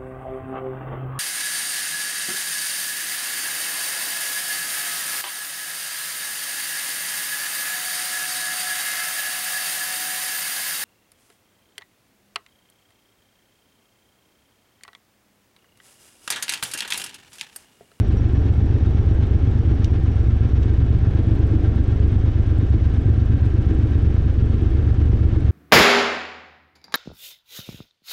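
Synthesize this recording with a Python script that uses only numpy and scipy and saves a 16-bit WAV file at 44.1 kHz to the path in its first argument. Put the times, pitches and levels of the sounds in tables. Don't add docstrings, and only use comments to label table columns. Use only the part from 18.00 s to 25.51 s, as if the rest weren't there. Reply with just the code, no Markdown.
import sys
import numpy as np
from scipy import signal
from scipy.fft import rfft, irfft
from scipy.io import wavfile
from scipy.ndimage import uniform_filter1d, minimum_filter1d

SR = 44100
rng = np.random.default_rng(int(sys.argv[2]) if len(sys.argv) > 2 else 0)


def transcribe(signal):
    frames = np.atleast_2d(signal).T
    limited = np.clip(frames, -1, 1)
    pcm = np.round(limited * 32767).astype(np.int16)
    wavfile.write(sys.argv[1], SR, pcm)


N = 331191
T = np.arange(N) / SR
HZ = np.maximum(np.fft.rfftfreq(N, 1 / SR), .01)


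# pitch_hz, gain_db
ROAD_TONE = [(15, -10.5), (45, 4), (130, 11.5), (450, 5), (600, 1.5), (680, -0.5), (770, 2.5), (860, -6),
             (1500, -11.5), (10000, -67.5)]
# nearest_s, swell_s, level_db when nearest, pitch_hz, width_hz
PASSING_TYRES = [(1.1, 0.75, -50.5, 803, 132), (3.401, 0.5, -46.5, 649, 169.6)]
# time_s, pitch_hz, level_db
PULL_AWAY_DRONE = [(2.5, 150.4, -68), (2.9, 161, -34.5), (3.3, 174, -34.5), (3.6, 186, -53.5),
                   (3.9, 176, -66)]
# time_s, cycles_per_s
CAR_SPEED = [(0, 6.47), (1.8, 6.43), (2.6, 6.27), (3.4, 6.22), (5.2, 6.28), (5.9, 6.45), (6.3, 6.28),
             (7.5, 6.28)]
# multiple of its speed, level_db
CAR_TONES = [(4, -39), (6, -37), (9, -37), (12, -25.5), (18, -31), (21, -38)]
# time_s, level_db
BRAKE_LEVEL = [(0, -68.5), (.55, -67.5), (.8, -72), (1.1, -71), (1.4, -75), (2, -74), (2.2, -69.5),
               (2.55, -69.5), (2.8, -90)]
# pitch_hz, width_hz, gain_db
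STEEL_RINGS = [(3618, 13, -88), (4032, 45, -104), (4107, 9, -98)]
# start_s, click_gain_db, scrape_gain_db, thud_gain_db
LEVER_MOVES = [(1.8453, -9.7, -20, -19), (2.627, -60, -25, -19)]
# pitch_hz, width_hz, gain_db
LEVER_RINGS = [(2700, 400, -15), (3030, 80, 1), (3800, 900, -4), (4750, 830, -9), (5650, 580, 0.5),
               (7740, 450, -10), (10000, 440, -8), (12200, 600, 2)]
# cycle_share, gain_db
GEAR_LOAD = [(0.021, -0.5), (.1, 0), (.15, 3.5), (.2, -1.2), (.27, 2), (.35, 0), (.42, 3.5), (.58, -1.5),
             (.71, -3), (.75, 1.5), (.8, -1.1), (.88, 0.1)]
# start_s, gain_db against the steady chatter
LOOSE_CLINKS = [(.86, -11), (1.222, -12), (3.261, -12), (3.645, -9)]
# pitch_hz, gain_db
CHATTER_TONE = [(300, -19), (900, -9), (1150, -1.5), (1700, -1), (2050, -6), (2800, -7), (3700, -11.5),
                (4500, -16.5), (6350, -20.5), (7100, -29), (10000, -37), (13000, -53.5)]
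# pitch_hz, width_hz, gain_db
COVER_RINGS = [(1012, 43, 2.5), (1367, 24, 4.5), (1495, 28, -2), (1780, 45, -2), (2200, 80, -5),
               (2545, 55, -.5), (3170, 40, -5), (3320, 60, -7), (3680, 60, -6), (4130, 70, -10.5)]
# pitch_hz, width_hz, gain_db
WHIR_RINGS = [(1578, 26, 0), (1636, 34, -1)]
# time_s, level_db
WHIR_LEVEL = [(0, -66.5), (2.6, -60.5), (3.0, -57.5), (3.7, -54.5), (4.3, -64.5), (5.4, -53), (5.9, -59.5),
              (7.5, -63)]
# cycle_share, gain_db
VALVE_TAPS = [(.02, -1.5), (.34, -5.5), (.64, -7), (.703, -3.5)]
# pitch_hz, width_hz, gain_db
HEAD_RINGS = [(3650, 4100, -6), (6200, 2400, -5.5), (7630, 120, 9), (8090, 86, 3.5), (8750, 90, -2.5),
              (9300, 140, 1), (9700, 150, -4), (10050, 130, -5.5), (11240, 220, 0), (11850, 130, -4),
              (12600, 200, -8.5)]
# pitch_hz, width_hz, gain_db
AIR_BOX_RINGS = [(28, 730, -59.5), (59.9, 7, -44)]
# start_s, gain_db
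HARD_FIRINGS = [(.331, -2), (0.752, -1), (1.165, -5), (1.712, 2.5), (3.189, -1), (3.533, 2.5), (4.623, -2),
                (4.7401, 2), (5.084, 2.5), (5.534, -2), (5.712, 1.5), (7.129, 0), (7.364, 1)]
# pitch_hz, width_hz, gain_db
SILENCER_RINGS = [(227, 18, -75.5), (316.8, 24, -61.5), (372, 18, -77)]
# pitch_hz, gain_db
RUMBLE_TONE = [(40, -17), (90, -5.5), (120, -1), (150, -1), (190, -6), (235, -2.5), (280, -0.5), (320, -1),
               (375, -7), (450, -10.5), (550, -25.5), (900, -42), (3000, -89.5)]
# time_s, gain_db
RUMBLE_GAIN = [(0, -30), (1.7, -31.5), (2.2, -32.5), (3.1, -31.5), (3.5, -28.5), (4.35, -33), (4.7, -33.5),
               (5.45, -32), (5.8, -30.5), (7.5, -31)]
# start_s, gain_db against a firing
STUMBLE_THUMPS = [(1.312, -9), (2.535, -9), (5.077, -4), (6.247, -7.5), (6.382, -11)]
# pitch_hz, width_hz, gain_db
PIPE_RINGS = [(75.4, 15.8, -46.5), (94, 17, -47), (108.65, 11.3, -44), (157, 18, -60), (222.8, 38, -51.5)]
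# exhaust_cycle_share, exhaust_gain_db, exhaust_jitter_s, puff_gain_db, intake_cycle_share, intake_gain_db
CYLINDERS = [(.07, 0.75, .0005, -2, .372, 0.14), (0.433, -0.03, .0008, -1, .73, -0.5)]
# time_s, turns_per_minute
CRANK_SPEED = [(0.0, 974.3), (0.87, 975.5), (1.02, 1001.0), (1.77, 977.0), (2.0, 1019.1), (2.21, 955.7),
               (3.58, 992.1), (3.71, 978.4), (4.5, 1039.7), (5.78, 962.1), (6.04, 1048.4), (6.72, 958.0),
               (7.0, 1074.5), (7.51, 983.0)]


def undb(db):
    return 10 ** (np.asarray(db) / 20)


def level(x, db):
    return x * undb(db) / np.sqrt(np.mean(x ** 2))


def curves(table):
    times, *columns = np.transpose(table)
    return [np.interp(T, times, column) for column in columns]


def noise():
    return rng.standard_normal(N)


def wander(rate_hz):
    hold = int(SR / rate_hz)
    steps = np.repeat(rng.standard_normal(N // hold + 1), hold)
    return level(uniform_filter1d(uniform_filter1d(steps, hold), hold)[:N], 0)


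def ring(x, rings):
    response = sum(undb(db) / (1 + 1j * (HZ ** 2 - hz ** 2) / (HZ * width)) for hz, width, db in rings)
    return irfft(rfft(x) * response, N)


def soften(x, hz):
    return signal.sosfilt(signal.butter(2, hz, fs=SR, output="sos"), x)


def colour(x, tone):
    hz, db = np.transpose(tone)
    return irfft(rfft(x) * undb(np.interp(np.log(HZ), np.log(hz), db)), N)


def kicks(times, db):
    out = np.zeros(N)
    inside = (times > 0) & (times < T[-1])
    np.add.at(out, (times[inside] * SR).astype(int), SR * undb(db)[inside])
    return out


def strokes(cycle, share, db, scatter_db, jitter_s):
    places = np.arange(int(cycle[-1]) + 1) + share
    chance = rng.standard_normal((len(places), 2))
    times = np.interp(places, cycle, T, left=-1, right=-1)
    return kicks(times + jitter_s * chance[:, 0], db + scatter_db * chance[:, 1])


def fade(x, decay_s):
    return signal.lfilter([1 / SR], [1, -np.exp(-1 / (decay_s * SR))], x)


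def road_wash(still_db=-45, rolling_boost_db=1, stop_s=1.6, settle_s=0.33):
    rolling = (1 - np.tanh((T - stop_s) / settle_s)) / 2
    wash = level(colour(noise(), ROAD_TONE), still_db + 6.97)
    return wash * undb(rolling_boost_db * rolling + 0.2 * wander(8.4))


def passing_tyres():
    out = np.zeros(N)
    for nearest_s, swell_s, db, hz, width in PASSING_TYRES:
        roar = ring(ring(noise(), [(hz, width, 0)]), [(hz, 2 * width, 0)])
        swell = np.exp(-.5 * ((T - nearest_s) / swell_s) ** 2)
        out += level(roar, db) * swell
    return out


def pulling_away():
    hz, db = curves(PULL_AWAY_DRONE)
    drone = np.sin(2 * np.pi * np.cumsum(hz) / SR)
    return level(drone, 0) * undb(db + 2 * wander(30))


def idling_car():
    cycles_per_s, = curves(CAR_SPEED)
    angle = 2 * np.pi * np.cumsum(cycles_per_s * (1 + 0.00603 * wander(3.906))) / SR
    hum = np.zeros(N)
    for multiple, db in CAR_TONES:
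        tone = np.sin(multiple * angle + rng.uniform(0, 2 * np.pi))
        hum += level(tone * undb(2.5 * wander(5)), db)
    return hum


def fuel_pump(pitch_hz=5630, level_db=-80):
    hz = pitch_hz * (1 + .002 * wander(25))
    whine = np.sin(2 * np.pi * np.cumsum(hz) / SR)
    return level(whine * undb(3 * wander(15)), level_db)


def brake(pitch_hz=5660, width_hz=63):
    db, = curves(BRAKE_LEVEL)
    singing = ring(noise(), [(pitch_hz, width_hz, 0)])
    return level(singing, 0) * undb(db + 3.3 * wander(30))


def steel_chink(start_s=1.235):
    return ring(kicks(np.array([start_s]), np.zeros(1)), STEEL_RINGS)


def gear_lever(bounce_s=.0011, rise_s=.003, decay_s=.0052):
    times, click_db, scrape_db, thud_db = np.transpose(LEVER_MOVES)
    snap = kicks(times, click_db) + undb(-10) * kicks(times + bounce_s, click_db)
    click = ring(undb(-80.5) * snap, LEVER_RINGS)
    rub = fade(fade(kicks(times, scrape_db), decay_s), rise_s) / rise_s
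    scrape = ring(noise() * rub, [(2900, 1200, -2), (5800, 890, -11.0)])
    thud = ring(soften(kicks(times, thud_db), hz=400), [(240, 60, -71)])
    return soften(soften(click + scrape, hz=7400), hz=7400) + thud


def cooling_fins(shaking, gain_db=-14, decay_s=.009):
    t = T[T < 7 * decay_s]
    tail = rng.standard_normal(len(t)) * np.exp(-t / decay_s)
    shimmer = signal.fftconvolve(shaking, tail / np.sqrt(np.sum(tail ** 2)))[:N]
    return (shaking + undb(gain_db) * shimmer) / np.hypot(1, undb(gain_db))


def clatter(cycle, chatter_db=-47.77, covers_db=-53.5):
    share, load_db = np.transpose(GEAR_LOAD)
    load = undb(np.interp(cycle, share, load_db, period=1) + .3 * wander(60))
    force = load + fade(kicks(*np.transpose(LOOSE_CLINKS)), decay_s=0.023)
    chatter = colour(noise() * force, CHATTER_TONE)
    covers = ring(noise() * force ** 2, COVER_RINGS)
    covers = soften(soften(covers, hz=4800), hz=4800)
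    whir = sum(ring(noise() * force ** 2, [one_ring]) for one_ring in WHIR_RINGS)
    whir_db, = curves(WHIR_LEVEL)
    return level(chatter, chatter_db) + level(covers, covers_db) + level(whir, 0) * undb(whir_db)


def valves(cycle, level_db=-72, decay_s=.0027):
    taps = np.zeros(N)
    for share, db in VALVE_TAPS:
        taps += strokes(cycle, share, db, scatter_db=1.6, jitter_s=.0012) * undb(1.2 * wander(3))
    rattle = noise() * fade(fade(taps, decay_s), decay_s)
    return level(soften(ring(rattle, HEAD_RINGS), hz=9200), level_db)


def intake(cycle):
    gulps = sum(strokes(cycle, share, db, scatter_db=1.1, jitter_s=.0006) for *_, share, db in CYLINDERS)
    return ring(soften(gulps, hz=73.5), AIR_BOX_RINGS)


def barks():
    hollow = ring(kicks(*np.transpose(HARD_FIRINGS)), SILENCER_RINGS)
    return ring(hollow, [(310, 120, 0.0039)])


def gas_rumble(puffs, round_trip_hz=46.1, reflection=.33):
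    gas = noise() * (fade(puffs, decay_s=0.012) + .5)
    echoing = irfft(rfft(gas) / (1 - reflection * np.exp(-2j * np.pi * HZ / round_trip_hz)), N)
    gain_db, = curves(RUMBLE_GAIN)
    return level(colour(echoing, RUMBLE_TONE), 3.12) * undb(gain_db)


def exhaust(cycle):
    firings, puffs = np.zeros(N), np.zeros(N)
    for share, db, jitter_s, puff_db, _, _ in CYLINDERS:
        bursts = strokes(cycle, share, db, scatter_db=1.36, jitter_s=jitter_s)
        firings += bursts
        puffs += bursts * undb(puff_db)
    slosh = strokes(cycle, share=.97, db=-17.5, scatter_db=3.5, jitter_s=.009)
    stumbles = kicks(*np.transpose(STUMBLE_THUMPS))
    thumps = -ring(soften(firings + slosh + stumbles, hz=84.5), PIPE_RINGS)
    return thumps + gas_rumble(puffs)


def scene():
    turns_per_minute, = curves(CRANK_SPEED)
    cycle = .3636 + np.cumsum(turns_per_minute) / (2 * 60 * SR)
    engine = exhaust(cycle) + barks() + intake(cycle) + cooling_fins(valves(cycle) + clatter(cycle))
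    small_parts = fuel_pump() + brake() + steel_chink() + gear_lever()
    traffic = idling_car() + pulling_away() + road_wash() + passing_tyres()
    return (engine + small_parts + traffic)[None]


def record(dry, threshold_db=-8, ratio=4, top_hz=13000):
    threshold = undb(threshold_db)
    gain = (threshold / np.maximum(np.abs(dry), threshold)) ** (1 - 1 / ratio)
    gain = uniform_filter1d(minimum_filter1d(gain, size=441), size=441)
    return signal.sosfilt(signal.ellip(8, .2, 70, top_hz, fs=SR, output="sos"), dry * gain)


dry = scene()
out = record(dry)
transcribe(out)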